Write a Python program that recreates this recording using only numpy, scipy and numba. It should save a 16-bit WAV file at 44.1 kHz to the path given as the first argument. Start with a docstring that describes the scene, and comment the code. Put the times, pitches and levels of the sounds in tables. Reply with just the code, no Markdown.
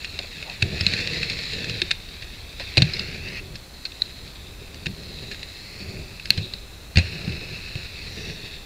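"""Skateboard on a wooden mini ramp

Outdoors in a park, from an action camera in a hard plastic case: one ride close by, then a cut to one
farther off. Wheels rasp over the grain of the sheets, bearings whirr and the hollow ramp rumbles; wheels,
trucks and tail clack on it. The case rings near 2.6 and 4 kHz; the hardest clack overloads the mic."""
import sys
import numpy as np
from scipy import signal
from scipy.fft import rfft, irfft
from scipy.io import wavfile
from scipy.ndimage import uniform_filter1d, minimum_filter1d
from numba import njit

SR = 44100
rng = np.random.default_rng(int(sys.argv[2]) if len(sys.argv) > 2 else 0)


def to_wav(s):
    """Save 16-bit WAV."""
    ch = np.atleast_2d(s).T  # columns
    pcm = np.round(np.clip(ch, -1, 1) * 32767)  # PCM
    wavfile.write(sys.argv[1], SR, pcm.astype(np.int16))


N = 381465

# deck and trucks, heard through the case: (resonance [Hz], width [Hz], relative level [dB])
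BOARD_MODES = [(620, 700, -18.5), (1642, 344, -8), (1944, 460, -7), (2186, 78, -4.5), (2470, 210, -6.5),
               (2608, 410, 1), (3230, 470, -9.5), (3720, 300, -1.5), (4094, 170, 4), (4474, 560, -2.5),
               (5140, 230, -8.5), (5600, 1200, -17.5), (6700, 870, -20), (8160, 1700, -25)]
# the hollow ramp: (resonance [Hz], width [Hz], relative level [dB])
RAMP_MODES = [(81.8, 23.4, 4), (110.3, 27, 2.5), (156.1, 36.6, 3.5), (194, 28, -1), (240, 150, -10),
              (335, 84, -10), (510, 250, -17.5), (653, 220, -19.5)]
# the roll swells close by; after a cut at 3.4 s a second ride is heard farther away:
# (time [s], relative wheel rasp [dB], relative bearing whirr [dB])
ROLL_LEVELS = [(0.0, -49.5, -43), (0.68, -46, -42.5), (0.9, -35.5, -33), (1.5, -40, -34), (1.8, -42, -37.5),
               (2.0, -52.5, -44.5), (2.55, -54.5, -46), (2.62, -47.5, -41), (2.95, -39, -39),
               (3.2, -44.5, -44.5), (3.395, -39, -59), (3.405, -57, -47.5), (3.7, -65, -51),
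               (3.98, -54.5, -43), (4.7, -60, -50.5), (5.1, -53.5, -42.5), (5.9, -50, -45.5),
               (6.18, -55, -47), (6.42, -54, -42), (6.7, -63, -50.5), (6.95, -60, -51), (7.02, -43.5, -42),
               (7.9, -48, -43), (8.3, -45, -40.5), (8.65, -56, -45.5)]


def undb(db):
    """Decibels to gain."""
    return 10 ** (np.asarray(db) / 20)


def unit(x):
    """Scale to rms 1."""
    return x / np.sqrt(np.mean(x ** 2))


def burst(x, db):
    """Give a short sound the energy of 10 ms at this level."""
    return x * undb(db) * np.sqrt(SR / 100 / np.sum(x ** 2))


def decay(t, t60):
    """Envelope that falls 60 dB in t60 seconds."""
    return undb(-60 * t / t60)


def walk(rate):
    """Random levels held 1 / rate s and smoothed twice; rms 1."""
    hold = max(int(SR / rate), 1)
    steps = np.repeat(rng.standard_normal(N // hold + 1), hold)
    return unit(uniform_filter1d(uniform_filter1d(steps, hold), hold)[:N])


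def curves(table):
    """One value per sample for each column of a table over time."""
    times, *columns = np.transpose(table)
    return [np.interp(np.arange(N) / SR, times, column) for column in columns]


def add(out, s, sound):
    """Mix a sound in at its moment."""
    start = int(s * SR)
    out[start:start + len(sound)] += sound[:max(len(out) - start, 0)]


def response(modes, favoured_hz=None, spread=0.15, size=4096):
    """Impulse response of (Hz, width Hz, dB) modes; the spot struck favours those near one pitch."""
    f = np.fft.rfftfreq(size, 1 / SR)
    power = sum(undb(db) ** 2 / (1 + (2 * (f - hz) / width) ** 2) ** 2 for hz, width, db in modes)
    gain = np.sqrt(power)
    if favoured_hz is not None:
        gain *= undb(-3.5) + 1 / (1 + (2 * (f / favoured_hz - 1) / spread) ** 2)
    cepstrum = irfft(np.log(gain))
    cepstrum[1:size // 2] *= 2  # minimum phase: nothing rings before the strike
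    cepstrum[size // 2 + 1:] = 0
    return irfft(np.exp(rfft(cepstrum)))


def ring(x, impulse):
    """Let a force ring a body."""
    return signal.fftconvolve(x, impulse)[:len(x)]


@njit
def bandpass(x, hz, width):
    """Resonance whose centre may move every sample."""
    y, band, low = np.empty(len(x)), 0., 0.
    for i in range(len(x)):
        g, damping = np.tan(np.pi * hz[i] / SR), width / hz[i]
        v = (band + g * (x[i] - low)) / (1 + g * (g + damping))
        band, low, y[i] = 2 * v - band, low + 2 * g * v, damping * v
    return y


def air():
    """The steady background of the park, and a breeze that buffets the camera case."""
    # spectrum of the open air: (frequency [Hz], relative density [dB])
    air_spectrum = [(60, 8.5), (130, 11.5), (300, 8.5), (600, 4.5), (1000, 0), (2300, 0), (4000, -6),
                    (6000, -6), (15000, -15.5)]
    hz, db = np.transpose(air_spectrum)
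    f = np.fft.rfftfreq(N, 1 / SR) + 1
    colour = undb(np.interp(np.log(f), np.log(hz), db))
    park = irfft(rfft(rng.standard_normal(N)) * colour, N)
    breeze = ring(rng.standard_normal(N), response([(25.5, 15.4, 0), (60.6, 67, 0)]))
    return undb(-47) * unit(park) + unit(breeze) * undb(-43 + 1.3 * walk(3.7))


def hiss():
    """Faint treble hiss, unrelated left and right, and a trace of width in the low mids."""
    low_mids = unit(ring(rng.standard_normal(N), response([(550, 1260, 0)])))
    highpass = signal.butter(6, 5600, "high", fs=SR, output="sos")
    treble = signal.sosfilt(highpass, rng.standard_normal((2, N)))
    return undb(-55.5) * treble + undb(-74.5) * low_mids * np.array([[1], [-1]])


def grit(rate, spread_db):
    """Tiny random knocks of rolling contact, about rate a second, uneven in strength."""
    sizes = undb(spread_db * np.minimum(rng.exponential(size=N), 5))
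    return (rng.random(N) < rate / SR) * rng.standard_normal(N) * sizes


def wheel_rasp():
    """The grain of the sheets rasps in the wheels."""
    # the wheels: (resonance [Hz], width [Hz], relative level [dB])
    wheel_modes = [(1813, 520, -5), (2240, 820, -3), (2600, 330, 4), (4300, 1420, -5.5), (5000, 1720, -18),
                   (6400, 710, -31)]
    return unit(ring(grit(rate=5000, spread_db=-1), response(wheel_modes)))


def bearing_whirr():
    """The balls whirr in their races and ring the camera case."""
    # the whirr rises and falls with the speed: (time [s], pitch [Hz])
    whirr_pitch = [(0.0, 4020), (0.55, 3860), (1.0, 4080), (2.3, 3860), (2.8, 3900), (3.05, 4070),
                   (3.35, 3850), (3.75, 4120), (4.4, 3900), (5.08, 4100), (5.4, 3900), (5.78, 4400),
                   (6.7, 3870), (7.2, 4150), (8.1, 4070), (8.65, 3840)]
    # the case, rung by the bearings: (resonance [Hz], width [Hz], relative level [dB])
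    case_modes = [(2644, 190, 5.5), (6800, 1040, -7)]
    hz, = curves(whirr_pitch)
    balls = grit(rate=8100, spread_db=1.5)
    race = bandpass(bandpass(balls, hz, width=1100.), hz, width=1120.)
    case_ring = ring(balls, response(case_modes))
    return unit(race) + undb(-15 + 2.9 * walk(3.6)) * unit(case_ring)


def ramp_rumble(rasp_db):
    """Uneven sheets drum on the hollow ramp: a faint rumble that follows the rasp, with swells on top."""
    # the ramp's rumble swells in curves and booms after a landing:
    # (middle [s], length [s], relative level [dB], panel note [Hz])
    rumble_swells = [(0.72, 0.27, -33.5, 370), (1.114, 0.87, -35.5, 465), (1.658, 0.33, -33, 443),
                     (3.11, 0.88, -38, 365), (3.505, .14, -40.5, 390), (4.45, .9, -50, 397),
                     (5.085, 1, -42, 383), (5.958, 0.45, -38.5, 368), (6.387, 0.4, -40.5, 355),
                     (7.307, 0.73, -36.5, 370), (8.253, 0.51, -39.5, 430)]
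    flat_db, flat_hz, db_per_rasp_db = -51.5, 389, 0.61
    t = np.arange(N) / SR
    power = undb(flat_db + db_per_rasp_db * (rasp_db - rasp_db.mean())) ** 2
    weighted_hz = power * flat_hz
    for middle, length, db, hz in rumble_swells:
        swell = (undb(db) * np.cos(np.pi * np.clip((t - middle) / length, -.5, .5))) ** 2
        power += swell
        weighted_hz += swell * hz
    panel_hz = weighted_hz / power
    bumps = grit(rate=3000, spread_db=0.3)
    panel = bandpass(bandpass(bumps, panel_hz, width=51.), panel_hz, width=92.)
    hollow = ring(bumps, response(RAMP_MODES))
    return (unit(hollow) + undb(-7.5) * unit(panel)) * np.sqrt(power)


def ramp_reflection(x):
    """The ramp mirrors the wheels to the mic; the detour wanders, so the colour sweeps like a phaser."""
    lag = SR * .0011 * np.exp(.25 * walk(2.5))
    n = np.arange(N)
    return x + .3 * np.interp(n - lag, n, x)


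def rolling():
    """Wheels, bearings and ramp sound together under the rider's shifting weight."""
    rasp_db, whirr_db = curves(ROLL_LEVELS)
    load = walk(45)
    rasp = wheel_rasp() * undb(rasp_db + 5 + 1.23 * load)
    whirr = bearing_whirr() * undb(whirr_db - 0.44 + 1.1 * load)
    rumble = ramp_rumble(rasp_db) * undb(-0.27 + 2.15 * load)
    return ramp_reflection(rasp + whirr) + rumble


def chip_ticks(per_second=9, spread_db=2.5, size=2048):
    """The wheels run over chips and screw heads at random, louder when the roll is loud."""
    out, t = np.zeros(N), np.arange(size) / SR
    roll_db = np.maximum(*curves(ROLL_LEVELS))
    for i in np.flatnonzero(rng.random(N) < per_second / SR):
        force = rng.standard_normal(size) * decay(t, t60=0.016)
        tick = ring(force, response(BOARD_MODES, favoured_hz=rng.uniform(2970, 4500)))
        add(out, i / SR, burst(tick, roll_db[i] - 0.5 + spread_db * rng.standard_normal()))
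    return out


def blow(noise, clack_db, rattle_ms, ring_hz, thump_db, panel_hz):
    """A hard contact and a brief rattle of the trucks; the panel thumps and the whole ramp booms."""
    t = np.arange(noise.shape[1]) / SR
    board = response(BOARD_MODES, ring_hz)
    rattle = burst(noise[0] * np.exp(-1000 * t / rattle_ms), 0)
    contact = burst(1. * (t == 0), -5.5)
    clack = burst(ring(rattle + contact, board), clack_db)
    snap = burst(ring(rattle, response([(7740, 910, 0)])), clack_db - 29.5)  # crack of first contact
    wall_scatter = burst(ring(noise[1] * decay(t, t60=.5), board), clack_db - 20)
    thump = np.sin(2 * np.pi * panel_hz * t) * (1 - np.exp(-t / 0.0016)) * decay(t, t60=0.078)
    boom = ring(noise[2] * decay(t, t60=0.18), response(RAMP_MODES, panel_hz, spread=0.63))
    return clack + snap + wall_scatter + burst(thump, thump_db) + burst(boom, thump_db - 2.5)


def clacks(size=16384):
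    """The unweighted board knocks on the ramp and barely moves the panel."""
    # light blows: (time [s], clack [dB], rattle decay [ms], favoured ring [Hz])
    knocks = [(0.046, -27, 5, 2600), (0.19, -25, 2.9, 2700), (0.427, -32, 1.6, 2670),
              (0.4976, -31, 3, 2600), (0.622, -22.5, 3.6, 2430), (1.0742, -26.5, 1.1, 4700),
              (1.2303, -22.5, 3.8, 2350), (1.299, -24, 3.8, 4630), (1.644, -30.5, 2.3, 5800),
              (1.6968, -28, 2.9, 5730), (1.9084, -23, 7.9, 2350), (1.9124, -17, 3.7, 3700),
              (2.2227, -34.5, 11, 1900), (2.598, -28, 35, 1850), (2.9345, -25.5, 10, 4170),
              (2.9952, -26.5, 2.7, 4030), (3.5554, -35, 4.4, 5360), (3.853, -28, 7.4, 4470),
              (4.0197, -25, 3.2, 4080), (4.7443, -40.5, 3.1, 6100), (4.859, -27, 6.8, 2970),
              (5.3141, -30, 18, 1690), (5.43, -32, 4.1, 3730), (6.1966, -35, 4.4, 2600),
              (6.2565, -31.5, 3.4, 5160), (6.305, -8.5, 0.74, 2770), (6.5368, -28, 2.9, 4300),
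              (6.9827, -18.5, 14, 2380)]
    out = np.zeros(N)
    for s, clack_db, rattle_ms, ring_hz in knocks:
        noise = rng.standard_normal((3, size))
        add(out, s, blow(noise, clack_db, rattle_ms, ring_hz, thump_db=clack_db - 21.5, panel_hz=128))
    return out


def scuffs():
    """Shoes and skidding wheels rub in short swells of friction noise."""
    # rubs: (start [s], length [s], level at the crest [dB], centre [Hz], width [Hz])
    rubs = [(0.183, 0.03, -39.5, 550, 444), (0.231, 0.028, -45, 646, 400), (0.439, 0.099, -43.5, 738, 500),
            (2.595, 0.026, -39, 620, 600), (2.768, 0.018, -26.5, 550, 594), (2.933, 0.06, -39, 5060, 593),
            (3.334, 0.086, -37, 2600, 250), (6.311, 0.049, -36, 4100, 900), (6.413, 0.052, -38, 3900, 600),
            (8.038, 0.37, -48.5, 5600, 800)]
    out, t = np.zeros(N), np.arange(N) / SR
    for s, length, db, hz, width in rubs:
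        progress = np.clip((t - s) / length, 0, 1)
        friction = ring(rng.standard_normal(N), response([(hz, width, 0)]))
        out += unit(friction) * undb(db) * np.sin(np.pi * progress)
    return out


def landings(size=16384):
    """The rider's weight comes down through the board, and the trucks shake on for a moment."""
    # heavy blows: (time [s], clack [dB], rattle decay [ms], favoured ring [Hz], thump [dB], panel [Hz])
    impacts = [(0.625, -16, 2.2, 2600, -18, 107), (0.8095, -21, 4, 5100, -22, 95),
               (0.866, -13, 1.5, 4030, -25.5, 166), (0.937, -24, 2.1, 1760, -27.5, 170),
               (1.8175, -17.5, 3.1, 3600, -30, 362), (2.7715, -15.5, 3.9, 3770, -21.5, 340),
               (2.778, -11, 4.7, 2350, -12.5, 114), (2.8206, -12, 3.5, 3900, -13.5, 133),
               (4.867, -25, 1.6, 3800, -22.5, 161), (6.376, -26, 9.5, 2980, -19, 104.7),
               (6.958, -24.5, 5.2, 2500, -22.5, 114), (6.9721, -15, 2.1, 2720, -9, 84),
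               (7.277, -38.5, 3.7, 2600, -20.5, 170), (7.7546, -33, 2.4, 2340, -27.5, 115)]
    out, t = np.zeros(N), np.arange(size) / SR
    for s, clack_db, *strike in impacts:
        noise = rng.standard_normal((4, size))
        shake = ring(noise[3] * decay(t, t60=.1), response(BOARD_MODES))
        add(out, s, blow(noise, clack_db, *strike) + burst(shake, clack_db - 17.5))
    return out


def truck_pings():
    """Each tick of the trucks rings one short metal mode."""
    # metal ticks: (time [s], level [dB], pitch [Hz], time to fall 60 dB [s])
    pings = [(2.935, -30, 5000, .02), (2.9922, -29, 4900, 0.017), (3.853, -26, 4300, 0.011),
             (4.0196, -18.5, 3970, 0.0063), (6.305, -5, 4290, 0.0041), (6.9713, -16, 4490, 0.0095),
             (6.984, -34.5, 6700, .014)]
    out = np.zeros(N)
    for s, db, hz, t60 in pings:
        t = np.maximum(np.arange(N) / SR - s, 0)
        attack = (1 - np.exp(-t / 0.00089)) ** 2
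        fade = decay(np.minimum(t, 4 * t60), t60)
        out += burst(np.sin(2 * np.pi * hz * t) * attack * fade, db)
    return out


def camera_case(x):
    """The case around the microphone has a shallow dip between its two main resonances."""
    return x - 0.17 * bandpass(x, np.full(N, 3020.), width=220.)


def scene():
    """The open air, and the board heard through the case, first close, then farther off."""
    background = air() + hiss()
    board = rolling() + landings() + clacks() + truck_pings() + scuffs() + chip_ticks()
    return background + camera_case(board)


def record(dry):
    """The camera's fast limiter takes up to 6 dB off peaks; what is still over clips; the top is cut."""
    peak = np.abs(dry).max(axis=0) + 1e-9
    needed_gain = np.clip(.97 / peak, .5, 1)
    gain = uniform_filter1d(minimum_filter1d(needed_gain, size=65), size=65)
    lowpass = signal.ellip(10, .1, 90, 15500, fs=SR, output="sos")
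    return signal.sosfilt(lowpass, np.clip(dry * gain, -1, 1))


dry = scene()
out = record(dry)
to_wav(out)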